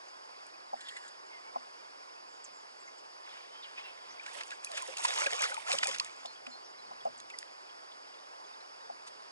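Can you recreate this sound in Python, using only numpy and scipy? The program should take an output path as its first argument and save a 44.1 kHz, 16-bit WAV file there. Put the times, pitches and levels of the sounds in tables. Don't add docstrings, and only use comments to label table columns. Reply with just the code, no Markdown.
import sys
import numpy as np
from scipy import signal
from scipy.fft import rfft, irfft
from scipy.io import wavfile
from scipy.ndimage import uniform_filter1d

SR = 44100
rng = np.random.default_rng(int(sys.argv[2]) if len(sys.argv) > 2 else 0)


def store_pcm(level_fs):
    pcm = np.round(np.clip(level_fs, -1, 1) * 32767).astype(np.int16)
    wavfile.write(sys.argv[1], SR, np.atleast_2d(pcm).T)


N = 410571

# frequency in Hz, relative level in dB.
RIFFLE_TONE = [(40, -53), (100, -36), (200, -26.5), (350, -9.5), (600, -3.5), (1000, 1.5), (1400, -3.5),
               (2200, -9.5), (3300, -14), (4200, -17.5), (5800, -20), (7500, -24.5), (9000, -29.0),
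               (11000, -28.5)]
# pitch in Hz, width in Hz, level in dB.
INSECT_BANDS = [(4663, 390, -65.5), (4907, 310, -65), (5306, 400, -66.5)]
# time in seconds, level in dB.
RUMBLE_LEVELS = [(0, -92), (3.8, -99), (4.1, -76), (4.4, -106), (5.6, -82), (5.75, -64), (5.9, -72),
                 (6.2, -89), (6.5, -82), (6.7, -87), (6.95, -76.5), (7.1, -76), (7.4, -91), (8.6, -98),
                 (8.95, -81), (9.31, -89)]
# start in seconds, level in dB, centre in Hz, length in seconds.
SLAPS = [(0.464, -54, 7700, 0.0088), (3.375, -50, 2340, 0.0055), (4.258, -40.5, 2180, 0.019),
         (4.352, -42, 3000, 0.0048), (4.404, -38, 2200, 0.018), (4.434, -39, 3500, 0.0034),
         (4.506, -38.5, 3440, 0.0046), (4.515, -39.5, 1850, 0.013), (4.646, -29, 7040, 0.0033),
         (4.717, -35, 3680, 0.0027), (4.766, -35, 3130, 0.028), (4.821, -38.5, 7050, .0055),
         (4.875, -43, 7900, 0.0046), (4.969, -34.5, 4650, 0.0095), (4.982, -35.5, 3900, 0.0058),
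         (5.028, -36.5, 5660, 0.038), (5.047, -28.5, 2850, 0.018), (5.076, -36.5, 3750, .025),
         (5.106, -30, 2780, 0.0026), (5.177, -26, 2450, 0.0038), (5.185, -33.5, 6800, 0.003),
         (5.218, -27.5, 1910, 0.0051), (5.263, -31, 2600, 0.012), (5.331, -31.5, 3370, 0.0061),
         (5.42, -27, 6450, 0.0031), (5.496, -36, 1970, .0065), (5.543, -33, 5800, 0.0037),
         (5.567, -35, 1670, .0055), (5.717, -23.5, 2860, 0.0029), (5.722, -31, 4620, 0.022),
         (5.785, -28.5, 4460, 0.0055), (5.828, -24.5, 2030, 0.014), (5.835, -33.5, 4600, 0.019),
         (5.871, -26.5, 5770, 0.0028), (5.88, -37, 5330, 0.0069), (5.913, -37, 4200, 0.0038),
         (5.939, -36.5, 2960, 0.023), (5.96, -35, 2480, .005), (5.984, -34.5, 6060, 0.0028),
         (5.998, -24.5, 3550, 0.0039), (6.046, -40, 6000, 0.004), (6.258, -44, 4200, 0.0034),
         (6.464, -40.5, 2200, 0.012), (7.051, -50, 6000, 0.0024), (7.2, -45, 4950, 0.0053),
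         (7.3, -45.5, 3500, .0065), (7.387, -31, 6160, 0.0025), (7.427, -42.5, 2280, 0.0047),
         (9.065, -48.5, 3860, 0.031)]
# pitch in Hz, relative level in dB, seconds to fade by 60 dB.
HULL_NOTES = [(45, -35, 0.088), (108, -32, 0.12), (254, -11, 0.21), (570, 2, 0.062), (657, 4.5, 0.052),
              (730, 3, 0.039), (806, 1.5, 0.046), (1020, -5, 0.03), (1256, -2, .025)]
# start in seconds, level in dB, favoured pitch in Hz, contact in seconds.
HULL_BLOWS = [(.73, -27.5, 824, .0061), (1.557, -24, 900, 0.0053), (5.74, -24, 110, 0.0077),
              (5.87, -42, 110, .011), (5.99, -47, 110, .0075), (6.248, -33.5, 890, 0.0062),
              (6.467, -37, 250, 0.013), (6.91, -35, 915, 0.0062), (7.053, -26.5, 760, 0.0039),
              (7.065, -29.5, 640, 0.0051), (8.897, -33.5, 810, 0.0046)]
# time in seconds, whirr level in dB, gear pitch in Hz.
REEL_WINDING = [(.74, -66, 1700), (.8, -59, 1700), (.85, -58.5, 1755), (.92, -53.5, 1820), (.96, -54, 2053),
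                (1.01, -61, 1777), (1.06, -54.5, 1606), (1.16, -77, 1580)]
# pitch in Hz, width in Hz, relative level in dB.
REEL_BANDS = [(1970, 790, -9), (2890, 130, -11), (3230, 690, -7.5), (4080, 200, -11), (7350, 1800, -9),
              (9600, 800, -16)]
# start in seconds, level in dB, favoured pitch in Hz.
HANDLE_TICKS = [(.806, -39, 4300), (.884, -35, 3150), (.965, -33.5, 2040), (1.078, -46, 7470)]
# start in seconds, level in dB, from Hz, to Hz, length in seconds.
PEEPS = [(0.846, -48, 3250, 3610, 0.046), (1.3, -52, 2214, 2020, .097), (1.437, -52, 2180, 2290, 0.056),
         (2.264, -67, 7700, 6500, 0.16), (2.438, -47.5, 8600, 5300, 0.023), (2.515, -65, 7900, 6600, .12),
         (2.79, -61, 7700, 7400, .04), (2.844, -63, 7260, 5760, 0.066), (2.977, -61, 7900, 6960, .018),
         (2.874, -49, 2160, 2100, .013), (3.282, -54, 3340, 3670, 0.047), (3.49, -55.5, 3080, 3170, 0.13),
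         (3.621, -45, 3900, 2570, 0.049), (3.764, -43, 2370, 2750, 0.047), (3.831, -44, 2756, 2600, 0.084),
         (4.09, -53, 5230, 6100, 0.042), (6.254, -39.5, 2180, 6400, 0.0098),
         (6.259, -50, 4280, 4220, 0.075), (6.356, -50, 3170, 3360, .013), (6.49, -63, 7080, 7300, 0.038),
         (6.507, -49, 4250, 4280, 0.06), (6.639, -54, 5600, 5200, 0.042), (6.783, -55, 4100, 4070, 0.026),
         (7.004, -50, 3490, 3280, 0.013), (7.175, -49, 8700, 6100, .014), (7.688, -54, 3400, 3120, 0.022),
         (7.916, -48, 3600, 3360, .01), (8.138, -51, 3450, 3300, 0.0095), (8.44, -56, 3350, 3580, 0.018)]
# time in seconds, level in dB.
CHURN_LEVELS = [(3.1, -71), (3.3, -55.5), (3.55, -61.5), (3.75, -55.5), (3.95, -55.5), (4.25, -53),
                (4.4, -44.5), (4.52, -49.5), (4.58, -60.5), (4.72, -47), (5.0, -45), (5.1, -35.5),
                (5.45, -41.5), (5.6, -46), (5.7, -45), (5.8, -46), (5.9, -42.5), (6.02, -51), (6.4, -66)]
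# frequency in Hz, relative level in dB.
FOAM_TONE = [(40, -56), (100, -61), (200, -27.5), (350, -12.5), (600, -1.5), (1000, 2), (1400, -3.5),
             (2200, -0.5), (3300, 0), (4200, -6.5), (5800, -13.5), (7500, -23), (9000, -27.5), (11000, -26)]
# start in seconds, level in dB, pitch in Hz.
AIR_POCKETS = [(4.194, -37, 2320), (4.275, -44, 1680), (4.351, -45, 559), (4.505, -46, 2490),
               (4.522, -37.5, 1650), (4.669, -41, 2490), (4.697, -41, 700), (4.735, -42, 616),
               (4.823, -37.5, 1028), (4.885, -36.5, 531), (4.968, -41, 2720), (4.982, -40, 907),
               (5.048, -22.5, 990), (5.086, -33, 706), (5.17, -40, 1040), (5.212, -36, 2480),
               (5.217, -34, 612), (5.261, -25, 2480), (5.262, -27, 580), (5.268, -23, 1620),
               (5.326, -27.5, 700), (5.33, -42, 475), (5.393, -31, 2460), (5.5, -44, 555),
               (5.522, -38, 840), (5.454, -35.5, 1150), (5.517, -33.5, 1510), (5.541, -37.5, 1280),
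               (5.575, -32, 908), (5.666, -38, 1364), (5.695, -29, 746), (5.732, -31, 555),
               (5.784, -24, 3140), (5.856, -31.5, 780), (5.856, -33, 2420), (5.882, -31.5, 548),
               (5.998, -26, 4480), (6.006, -33, 1070), (7.303, -43, 2290), (7.337, -44, 2030)]
# frequency in Hz,
# likeness from 0 to 1, lead of the left side in radians, right minus left level in dB.
FAR_STEREO = [(60, 0.1, 0.45, 0), (151, 0.15, 0.53, 4.5), (297, 0.8, 2.22, 4.5), (915, 0.9, 2.79, 1),
              (1450, .9, 2.63, 1), (3370, 0.99, 2.2, 1), (4650, 0.98, 1.78, 2), (5840, 0.94, 1.78, 4),
              (10900, 0.42, 0.61, 1.5)]
NEAR_STEREO = [(150, 0.74, 2, 2.4), (507, 0.71, 3.28, 0.91), (1210, 1, 2.29, 1.8), (3320, 0.87, 2.44, 0.78),
               (5000, 0.92, 2.13, 2.1), (7300, 1, 1.26, 5.4), (10900, 0.16, 1.8, 2.1)]
DECK_STEREO = [(100, .7, 3.1, -1), (400, .85, 3.3, 0), (800, .97, 3.55, 0), (1100, .9, 3.4, 0)]


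def gain_of(db):
    return 10 ** (np.asarray(db) / 20)


def normalise(x):
    return x / np.sqrt(np.mean(x ** 2) + 1e-20)


def at_frequency(table, hz, column=1):
    columns = np.transpose(table)
    return np.interp(np.log(hz + 1), np.log(columns[0] + 1), columns[column])


def over_time(table, column=1):
    columns = np.transpose(table)
    return np.interp(np.arange(N) / SR, columns[0], columns[column], left=-120, right=-120)


def add(mix, start_s, sound):
    part = mix[round(start_s * SR):][:len(sound)]
    part += sound[:len(part)]


def colour(x, tone):
    gains = gain_of(at_frequency(tone, np.fft.rfftfreq(N, 1 / SR)))
    return normalise(irfft(rfft(x) * gains, N))


def resonate(x, hz, width):
    b, a = signal.iirpeak(hz, hz / width, SR)
    return signal.lfilter(b, a, signal.lfilter(b, a, x))


def drift(hz):
    knots = rng.standard_normal(1000)
    return normalise(np.interp(np.arange(N) / SR * hz, np.arange(1000), knots))


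def patchy_noise(patch_db):
    real, imag, patches = rng.standard_normal((N // 128 + 5, 257, 3)).T
    patches = normalise(uniform_filter1d(uniform_filter1d(patches, size=5, axis=0), size=12, axis=1))
    spectra = (real + 1j * imag) * gain_of(patch_db * patches)
    return normalise(signal.istft(spectra, nperseg=512, noverlap=384)[1][:N])


def fizz(per_s, low_hz, high_hz, cycles, size_db, rising):
    out = np.zeros(N)
    for hz in np.geomspace(low_hz, high_hz, 20):
        age = np.arange(int(3 * cycles * SR / hz)) * hz / (SR * cycles)
        ping = age * np.exp(-2.5 * age) * np.sin(2 * np.pi * cycles * (age + rising * age ** 2))
        sizes = gain_of(size_db * np.minimum(rng.exponential(1, N), 4))
        starts = rng.random(N) < per_s / 20 / SR
        out += signal.oaconvolve(sizes * starts, ping / np.linalg.norm(ping))[:N] * np.sqrt(hz)
    return normalise(out)


def glide(from_hz, to_hz, length, rise, fade, rasp, grain_samples):
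    age = np.arange(int(2.5 * length * SR)) / (length * SR)
    hz = from_hz * (to_hz / from_hz) ** np.minimum(age, 1.1)
    swell = np.sin(np.pi / 2 * np.minimum(age / rise, 1))
    decay = np.exp(-(np.maximum(age - rise, 0) / fade) ** 2)
    jitter = normalise(np.convolve(rng.standard_normal(SR // 2), np.hanning(grain_samples), "same"))
    flutter = (1 + rasp * jitter[:len(age)]) / np.sqrt(1 + rasp ** 2)
    return swell * decay * flutter * np.sin(2 * np.pi * np.cumsum(hz) / SR)


def scattered(x, decay_s):
    echoes = rng.standard_normal((4, 3000)) * np.exp(-np.arange(3000) / SR / decay_s)
    angle = np.pi * 9 * np.arange(N) / SR + np.pi / 4 * np.arange(4)[:, None]
    paths = x * np.cos(angle) ** 2 * np.sqrt(2 / 3)
    return signal.oaconvolve(paths, echoes / np.linalg.norm(echoes[0]), axes=1)[:, :N].sum(0)


def riffle():
    rush = patchy_noise(1.46) + 0.16 * fizz(150, 506, 4540, cycles=8.5, size_db=1, rising=0.03)
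    return gain_of(-51.5 + 0.39 * drift(hz=1.3)) * colour(rush, RIFFLE_TONE)


def insects():
    return sum(gain_of(db + 0.71 * drift(hz=30.05))
               * normalise(resonate(rng.standard_normal(N), hz, width)) for hz, width, db in INSECT_BANDS)


def drips():
    drops = fizz(30, 2200, 7030, cycles=50, size_db=3.5, rising=0.011)
    return gain_of(-73) * colour(drops, [(1500, 4), (3500, 2.5), (8000, -7)])


def rumble():
    tone = [(20, -27), (50, -11), (80, -9), (108, 1), (140, -5.5), (260, 1), (400, -37)]
    low = colour(rng.standard_normal(N), tone)
    return gain_of(over_time(RUMBLE_LEVELS) + 3.5 * drift(hz=9)) * low


def slaps():
    out, hz, t = np.zeros(N), np.fft.rfftfreq(4096, 1 / SR) + 1, np.arange(4096) / SR
    lead_s = 0.006
    for (start, db, centre_hz, length), noise in zip(SLAPS, rng.standard_normal((len(SLAPS), 4096))):
        octaves = 0.82 * (length / 0.005) ** 0.13
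        band = np.exp(-0.5 * (np.log2(hz / centre_hz) / octaves) ** 2) / np.sqrt(hz) + 0.00037
        past_peak = t - lead_s - 0.4 * length
        body = np.exp(-(past_peak / (0.3 * length)) ** 2)
        tail = 0.064 * np.exp(np.where(past_peak < 0, past_peak / 0.0016, -past_peak / 0.029))
        crack = 0.14 * np.exp(-(past_peak / 0.00024) ** 2)
        hiss = normalise(irfft(rfft(noise) * band))
        add(out, start - lead_s, gain_of(db) * (body + tail + crack) * hiss)
    return out


def knocks():
    out, t = np.zeros(N), np.arange(SR // 4) / SR
    all_phases = 0.36 * rng.random((len(HULL_BLOWS), len(HULL_NOTES)))
    for (start, db, spot_hz, contact), phases in zip(HULL_BLOWS, all_phases):
        ring = np.zeros(len(t))
        for (hz, note_db, fade_s), phase in zip(HULL_NOTES, phases):
            faded_db = 60 * np.maximum(t - contact, 0) / fade_s
            off_spot_db = min(25.5 * abs(np.log2(hz / spot_hz)), 15)
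            ring += gain_of(note_db - faded_db - off_spot_db) * np.sin(2 * np.pi * (hz * t + phase))
        swell = np.sin(np.pi / 2 * np.minimum(t / contact, 1))
        add(out, start, gain_of(db) * ring * swell)
    return out


def reel():
    rub = gain_of(over_time(REEL_WINDING) + 1.2 * drift(hz=70))
    noise, t = rng.standard_normal(N), np.arange(900) / SR
    gear_tone = np.cos(2 * np.pi * np.cumsum(over_time(REEL_WINDING, column=2)) / SR)
    whine = normalise(signal.oaconvolve(noise, np.hanning(180), "same")) * gear_tone
    out = gain_of(5) * rub * whine
    for hz, width, db in REEL_BANDS:
        drive = rub * noise
        for (start, tick_db, spot_hz), burst in zip(HANDLE_TICKS, noise[:3600].reshape(4, 900)):
            tick = t / 0.001 * np.exp(-t / 0.0036) * burst
            off_spot_db = 9.5 * min(abs(np.log2(hz / spot_hz)), 1.2)
            add(drive, start, gain_of(tick_db - off_spot_db) * tick)
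        out += gain_of(db) * np.sqrt(SR / 2 / width) * resonate(drive, hz, width)
    return out


def whistles():
    out = np.zeros(N)
    for start, db, from_hz, to_hz, length in PEEPS:
        rasp = min(0.26 + 3.6 * abs(np.log2(to_hz / from_hz)), 0.9)
        peep = glide(from_hz, to_hz, length, rise=0.45, fade=0.55, rasp=rasp, grain_samples=45)
        add(out, start, gain_of(db) * peep)
    return out + 0.35 * scattered(out, decay_s=0.02)


def churn():
    level_db = uniform_filter1d(over_time(CHURN_LEVELS), size=1500) + 4.03 * drift(hz=24.8)
    foam = patchy_noise(2.85) + 0.37 * fizz(260, 417.5, 2477, cycles=7, size_db=2, rising=0.019)
    drops = patchy_noise(0.94) + 0.5 * fizz(500, 3630, 9760, cycles=5, size_db=3.5, rising=0.034)
    spray = colour(drops, [(2500, -32), (5000, 5.5), (7500, 1), (9000, -3.5), (11000, -4.5)])
    surface_s = 4.25
    spray_db = np.interp(np.arange(N) / SR - surface_s, [-0.05, 0.05], [-21.5, -8])
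    spray_db += 2.7 * drift(hz=52.3)
    spatter = gain_of(-6.5) * fizz(60, 1300, 7800, cycles=1.9, size_db=6, rising=0.018)
    return gain_of(level_db) * (colour(foam, FOAM_TONE) + gain_of(spray_db) * (spray + spatter))


def bubbles():
    out = np.zeros(N)
    bends = 1 + 0.053 * rng.uniform(-1.15, 2.8, len(AIR_POCKETS))
    for (start, db, hz), bend in zip(AIR_POCKETS, bends):
        length = 0.013 * (1000 / hz) ** 0.58 * gain_of(-0.38 * (db + 35))
        ring = glide(hz / bend, hz * bend, length, rise=0.19, fade=1, rasp=0.36, grain_samples=230)
        add(out, start, gain_of(db) * ring)
    return out


def ports(left, other, table):
    hz = np.fft.rfftfreq(N, 1 / SR)
    likeness = np.clip(at_frequency(table, hz), 0, 1)
    shift = np.exp(-1j * at_frequency(table, hz, column=2))
    balance = gain_of(at_frequency(table, hz, column=3))
    blend = likeness * rfft(left) + np.sqrt(1 - likeness ** 2) * rfft(other)
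    return np.array([left, irfft(balance * shift * blend, N)])


def scene():
    birds, hull = whistles(), knocks()
    close = bubbles() + slaps() + reel() + drips()
    far = ports(riffle() + insects() + birds, riffle() + insects() + scattered(birds, 0.0026), FAR_STEREO)
    near = ports(churn() + close, churn() + scattered(close, 0.0029), NEAR_STEREO)
    deck = ports(hull, scattered(hull, 0.0081), DECK_STEREO)
    return far + near + deck + np.array([rumble(), rumble()])


def record(dry):
    low_pass = signal.firwin(511, cutoff=11080, window=("kaiser", 9), fs=SR)
    return signal.oaconvolve(dry, low_pass[None], "same")


dry = scene()
out = record(dry)
store_pcm(out)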